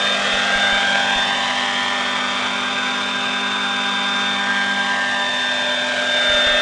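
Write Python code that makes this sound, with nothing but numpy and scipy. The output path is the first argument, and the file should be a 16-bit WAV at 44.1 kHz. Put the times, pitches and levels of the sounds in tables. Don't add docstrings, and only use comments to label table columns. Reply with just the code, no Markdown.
import sys
import numpy as np
from scipy import signal
from scipy.fft import rfft, irfft, next_fast_len
from scipy.io import wavfile
from scipy.ndimage import map_coordinates

SR = 44100
rng = np.random.default_rng(int(sys.argv[2]) if len(sys.argv) > 2 else 0)


def waveform_to_disk(signal):
    frames = np.transpose(np.atleast_2d(signal))
    scaled = np.clip(frames, -1, 1) * 32767
    samples = np.round(scaled).astype(np.int16)
    wavfile.write(sys.argv[1], SR, samples)


N = 291501

WHINE_ORDERS, WHINE_GAIN_DB, FLUTTER_DEPTHS = (8, 9, 18), (1, 1.46, 2.5), (0.32, 0.051, 0.028)
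RING_ORDERS, RING_DB, RING_FLUTTER_DEPTH = (16, 16.475), (-38.5, -40), 0.2
TURNS_PER_FLUTTER = 19.5
# (time [s], relative level [dB])
LOW_SWELLS = [(0.03, -26.5), (0.28, -33.5), (0.54, -21), (0.94, -22.5), (1.68, -49), (2.1, -37),
              (4.48, -27), (4.53, -23), (5.13, -26), (5.33, -40), (5.44, -26.5), (5.79, -30), (6.18, -23.5),
              (6.55, -26)]
MID_SWELLS = [(0.03, -34), (0.17, -48), (0.26, -31), (0.65, -39), (1.04, -34), (1.9, -30), (2.32, -35),
              (2.55, -44), (3.97, -45), (4.55, -30), (4.79, -39), (5.01, -26.5), (6.08, -38), (6.55, -26.5)]
TOP_SWELLS = [(0.02, -26), (0.13, -24), (0.22, -41), (0.33, -26.5), (0.48, -39), (0.62, -25), (0.79, -27),
              (0.88, -38), (1.2, -25.5), (1.52, -36.5), (4.34, -27), (4.49, -35), (4.84, -31.5), (5.0, -48),
              (5.2, -29), (5.8, -27.5), (5.95, -40), (6.11, -25.5), (6.4, -20.5), (6.57, -24)]
# (time [s], load [dB])
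GEAR_LOAD = [(0, -1), (.5, 3.5), (1, 9), (1.7, 6.5), (2.1, 0), (3.3, -4.5), (4.2, -1.5), (5.8, -17.5),
             (6.6, 9.5)]
# (time [s], share [0-1])
FLUTTER_AMOUNT = [(0, 0.2), (.6, 0.9), (.9, 1), (2.8, .7), (4.4, 0.8), (4.8, 0.7), (5.1, 0), (6.6, 0.2)]
def whine(turns):
    (amount,), (load_db,) = in_time(FLUTTER_AMOUNT), in_time(GEAR_LOAD)
    flutter = amount * np.sin(2 * np.pi * turns / TURNS_PER_FLUTTER + 1.1 * drift(1.5))
    swells = (LOW_SWELLS, MID_SWELLS, TOP_SWELLS)
    gains = [from_db(db) * swell_gain(curve) for curve, db in zip(swells, WHINE_GAIN_DB)]
    voices = list(zip(WHINE_ORDERS, gains, FLUTTER_DEPTHS))
    for order, db in zip(RING_ORDERS, RING_DB):
        ring_gain = from_db(db + 0.67 * load_db) * ground_gain(order, share=0.74)
        voices.append((order, ring_gain, RING_FLUTTER_DEPTH))
    return sum(gain * rms_one(1 + depth * flutter) * tone(turns, order, depth * amount, waver_hz=30)
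               for order, gain, depth in voices)


def swell_gain(curve, roundness=0.33):
    times, db = np.transpose(curve)
    return np.interp(np.arange(N) / SR, times, from_db(db) ** roundness) ** (1 / roundness)


# (time [s], relative level [dB])
SHAFT_LEVEL = [(0.03, -37), (0.14, -33.5), (1.04, -35.5), (1.56, -42), (2.75, -37), (4.77, -32),
               (5.52, -52.5), (6.5, -47)]
# (time [s], nose down [degrees])
BODY_LEAN = [(0, 3.5), (.8, -1.5), (2.2, 1.5), (4, -3), (5.2, 0.5), (5.7, 11.5), (6.3, 17)]
# (order [x motor speed], level [dB], change with lean [dB/degree], echo share [0-1], roughness [0-1])
LOW_TONES = [(1.25, -37.6, .15, .5, .05), (2, -42, .05, .45, .15), (3, -39.6, .72, .1, .22),
             (4, -35.5, -1.05, .85, .22), (5, -38.3, -.2, .9, .35), (6, -44.5, -.1, .7, .6)]
def hum(turns):
    (shaft_db,), (lean,) = in_time(SHAFT_LEVEL), in_time(BODY_LEAN)
    sound = from_db(shaft_db - 1.5) * tone(turns, 1, rough=0.05, waver_hz=8)
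    for order, db, db_per_degree, share, rough in LOW_TONES:
        gain = from_db(db + db_per_degree * lean) * ground_gain(order, share)
        sound += gain * tone(turns, order, rough, waver_hz=11.3)
    return sound


TURNS_PER_BLADE, AIR_GAIN_DB = 5, 11
RASP_DB, RASP_SWING, RASP_UNEVEN_DB = -31.5, 1.07, 6.5
# (time [s], relative level [dB])
AIR_LEVEL = [(0.1, -34.5), (0.24, -34), (3.09, -39), (5.7, -37.5), (6.41, -34.5), (6.5, -35)]
# (time [s], relative level [dB])
RASP_LEVEL = [(0.05, -29), (0.27, -26), (0.7, -25), (1.55, -31), (2.31, -26), (3.83, -31), (4.29, -29.5),
              (5.24, -33.5), (5.32, -30), (5.7, -32), (5.93, -29.5), (6.55, -30)]
# (frequency [Hz], relative level [dB])
RUSH_COLOUR = [(40, -22), (110, -11), (250, -6), (340, -9.5), (470, -1), (650, 2.5), (800, -3.5),
               (1250, 0.5), (1600, -0.5), (3500, -1.5), (4300, -11.5), (6800, -14), (8000, -18),
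               (10000, -26)]
def blades_and_rasp(turns):
    (air_db,), (rasp_curve,) = in_time(AIR_LEVEL), in_time(RASP_LEVEL)
    air_gain = from_db(air_db + AIR_GAIN_DB)
    rasp_gain = from_db(RASP_DB + RASP_SWING * (rasp_curve - rasp_curve.mean()))
    air = rng.standard_normal(N) * beat(turns / TURNS_PER_BLADE, sharp=0.15)
    noise = rng.standard_normal(N)
    uneven = from_db(RASP_UNEVEN_DB * np.tanh(drift(42)))
    rasp = noise * rms_one(beat(turns, sharp=2.2) * uneven)
    buzz = band(tooth_buzz(turns, repeat_turns=2), 450, "high")
    body = air_gain * coloured(air, RUSH_COLOUR)
    body += rasp_gain * coloured(rasp + from_db(-5) * buzz, RUSH_COLOUR)
    hiss = air_gain * coloured(air + from_db(-7.5) * rasp + from_db(-20) * buzz, RUSH_COLOUR)
    return band(body, 4570, "low", order=4) + band(hiss, 4730, "high", order=4)


def tooth_buzz(turns, repeat_turns):
    size = int(repeat_turns * N / turns[-1])
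    flaws = rng.standard_normal(size)
    places = [(turns + ahead) / repeat_turns % 1 * size for ahead in (0, 1)]
    now, next_turn = (map_coordinates(flaws, [at], order=3, mode="grid-wrap") for at in places)
    return rms_one(now - next_turn)


GEAR_TONE_ORDERS = (2.85, 3.2, 3.5, 4.475, 5.5, 6, 6.25, 7, 7.05, 7.5, 7.525, 7.95, 8.475, 9.475, 9.95, 11,
                    11.475, 11.525, 12, 12.475, 13, 14, 15.5, 16.5, 17, 20, 23, 24, 27, 30, 36)
GEAR_TONE_DB = (-42, -48.5, -46, -42.5, -45.5, -41, -43, -49.5, -39, -40.5, -38, -38.5, -41, -39.5, -43.5,
                -51, -43, -43, -48, -50, -42.5, -50, -38, -50.5, -50, -50, -54, -52, -48, -56, -55.5)
def gear_tones(turns):
    load_db, = in_time(GEAR_LOAD)
    tones = sum(from_db(db) * tone(turns, order, rough=1.0, waver_hz=2.28)
                for order, db in zip(GEAR_TONE_ORDERS, GEAR_TONE_DB))
    return from_db(0.21 * load_db) * tones


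CLICK_DB = -36
CLICK_ACCENTS = (7, -5.5, -3.5, -12, -16)
def gear_clicks(turns):
    starts = np.flatnonzero(np.diff(np.floor(turns)))
    accents_db = np.resize(CLICK_ACCENTS, len(starts)) + 3.5 * rng.standard_normal(len(starts))
    spikes = np.zeros(N)
    spikes[starts] = from_db(accents_db)
    clicks = band(coloured(spikes, RUSH_COLOUR), (420, 3900), "band")
    load_db, = in_time(GEAR_LOAD)
    return from_db(CLICK_DB + load_db) * rms_one(clicks)


DISTANCE_M, MIC_HEIGHT_M, SOUND_M_PER_S = 7.96, 1.508, 343
# (time [s], height [m])
FLIGHT_HEIGHT = [(0, 1.5), (0.6, 1.29), (1.3, 0.97), (2.2, 0.79), (3.2, 0.72), (4.3, 0.76), (4.9, .91),
                 (5.5, 1.04), (6.6, 1.35)]
def echo_delay():
    height, = in_time(FLIGHT_HEIGHT)
    return 2 * height * MIC_HEIGHT_M / DISTANCE_M / SOUND_M_PER_S


def ground_gain(order, share, motor_hz=199.3):
    return np.abs(1 + share * np.exp(-2j * np.pi * order * motor_hz * echo_delay()))


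def over_grass(direct, share=0.45):
    grass_colour = [(100, -6.0), (700, -0.5), (1500, 1.5), (3000, -3.0), (5000, -9.5), (10000, -8.5)]
    dulled = coloured(direct, grass_colour) * np.std(direct)
    echo = map_coordinates(dulled, [np.arange(N) - echo_delay() * SR], order=3)
    return from_db(-0.67) * (direct + share * echo)


# (time [s], half length [ms], level before the leak [dB])
WIND_PUFFS = [(.343, 5.2, -29), (.561, 5.9, -25), (.732, 5, -26), (.762, 8.8, -32), (1.165, 5.9, -26),
              (1.192, 8, -35), (1.39, 8, -42), (6.30, 2.6, -24), (6.348, 4.8, -26), (6.47, 2.7, -24.5),
              (6.515, 8, -26), (6.55, 5.3, -27)]
def wind():
    t = np.arange(N) / SR
    bumps = sum(from_db(db) * np.exp(-((t - at) * 1000 / ms) ** 2) for at, ms, db in WIND_PUFFS)
    return band(bumps + 1e-18, 14, "high", order=1)


def tone(turns, order, rough, waver_hz):
    angle = 2 * np.pi * (order * turns + rng.random())
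    wave = (1 + rough * drift(waver_hz)) * np.sin(angle)
    wave += rough * drift(waver_hz) * np.cos(angle)
    return np.sqrt(2 / (1 + 2 * rough ** 2)) * wave


def beat(cycles, sharp):
    return rms_one(np.exp(sharp * np.cos(2 * np.pi * cycles)))


def drift(hz):
    step = 40
    pole = np.exp(-2 * np.pi * hz * step / SR)
    noise = rng.standard_normal(N // step + 2002)
    slow = signal.lfilter([1], [1, -2 * pole, pole * pole], noise)[2000:]
    return np.interp(np.arange(N) / step, np.arange(len(slow)), rms_one(slow))


def coloured(x, colour):
    size = next_fast_len(N)
    hz, db = np.transpose(colour)
    gain = from_db(np.interp(np.log(np.fft.rfftfreq(size, 1 / SR) + 1), np.log(hz), db))
    return rms_one(irfft(rfft(x, size) * gain, size)[:N])


def band(x, hz, kind, order=2):
    return signal.sosfilt(signal.butter(order, hz, kind, fs=SR, output="sos"), x)


def in_time(rows):
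    times, *columns = np.transpose(rows)
    return [np.interp(np.arange(N) / SR, times, column) for column in columns]


def from_db(db):
    return 10 ** (np.asarray(db) / 20)


def rms_one(x):
    return x / np.sqrt(np.mean(x ** 2) + 1e-20)


# (time [s], speed [turns/s])
MOTOR_SPEED = [(0, 200.84), (0.9, 198.6), (1.4, 198.6), (2.2, 199.15), (3.2, 199.6), (4.8, 199.25),
               (5.6, 199.5), (6.6, 199.75)]
def scene():
    speed, = in_time(MOTOR_SPEED)
    turns = np.cumsum(speed) / SR
    tones = hum(turns) + whine(turns)
    clatter = gear_tones(turns) + gear_clicks(turns) + blades_and_rasp(turns)
    return (tones + over_grass(clatter) + wind())[None]


def record(dry, cutoff_hz=9950):
    return signal.sosfilt(signal.ellip(12, .1, 90, cutoff_hz, fs=SR, output="sos"), dry)


dry = scene()
out = record(dry)
waveform_to_disk(out)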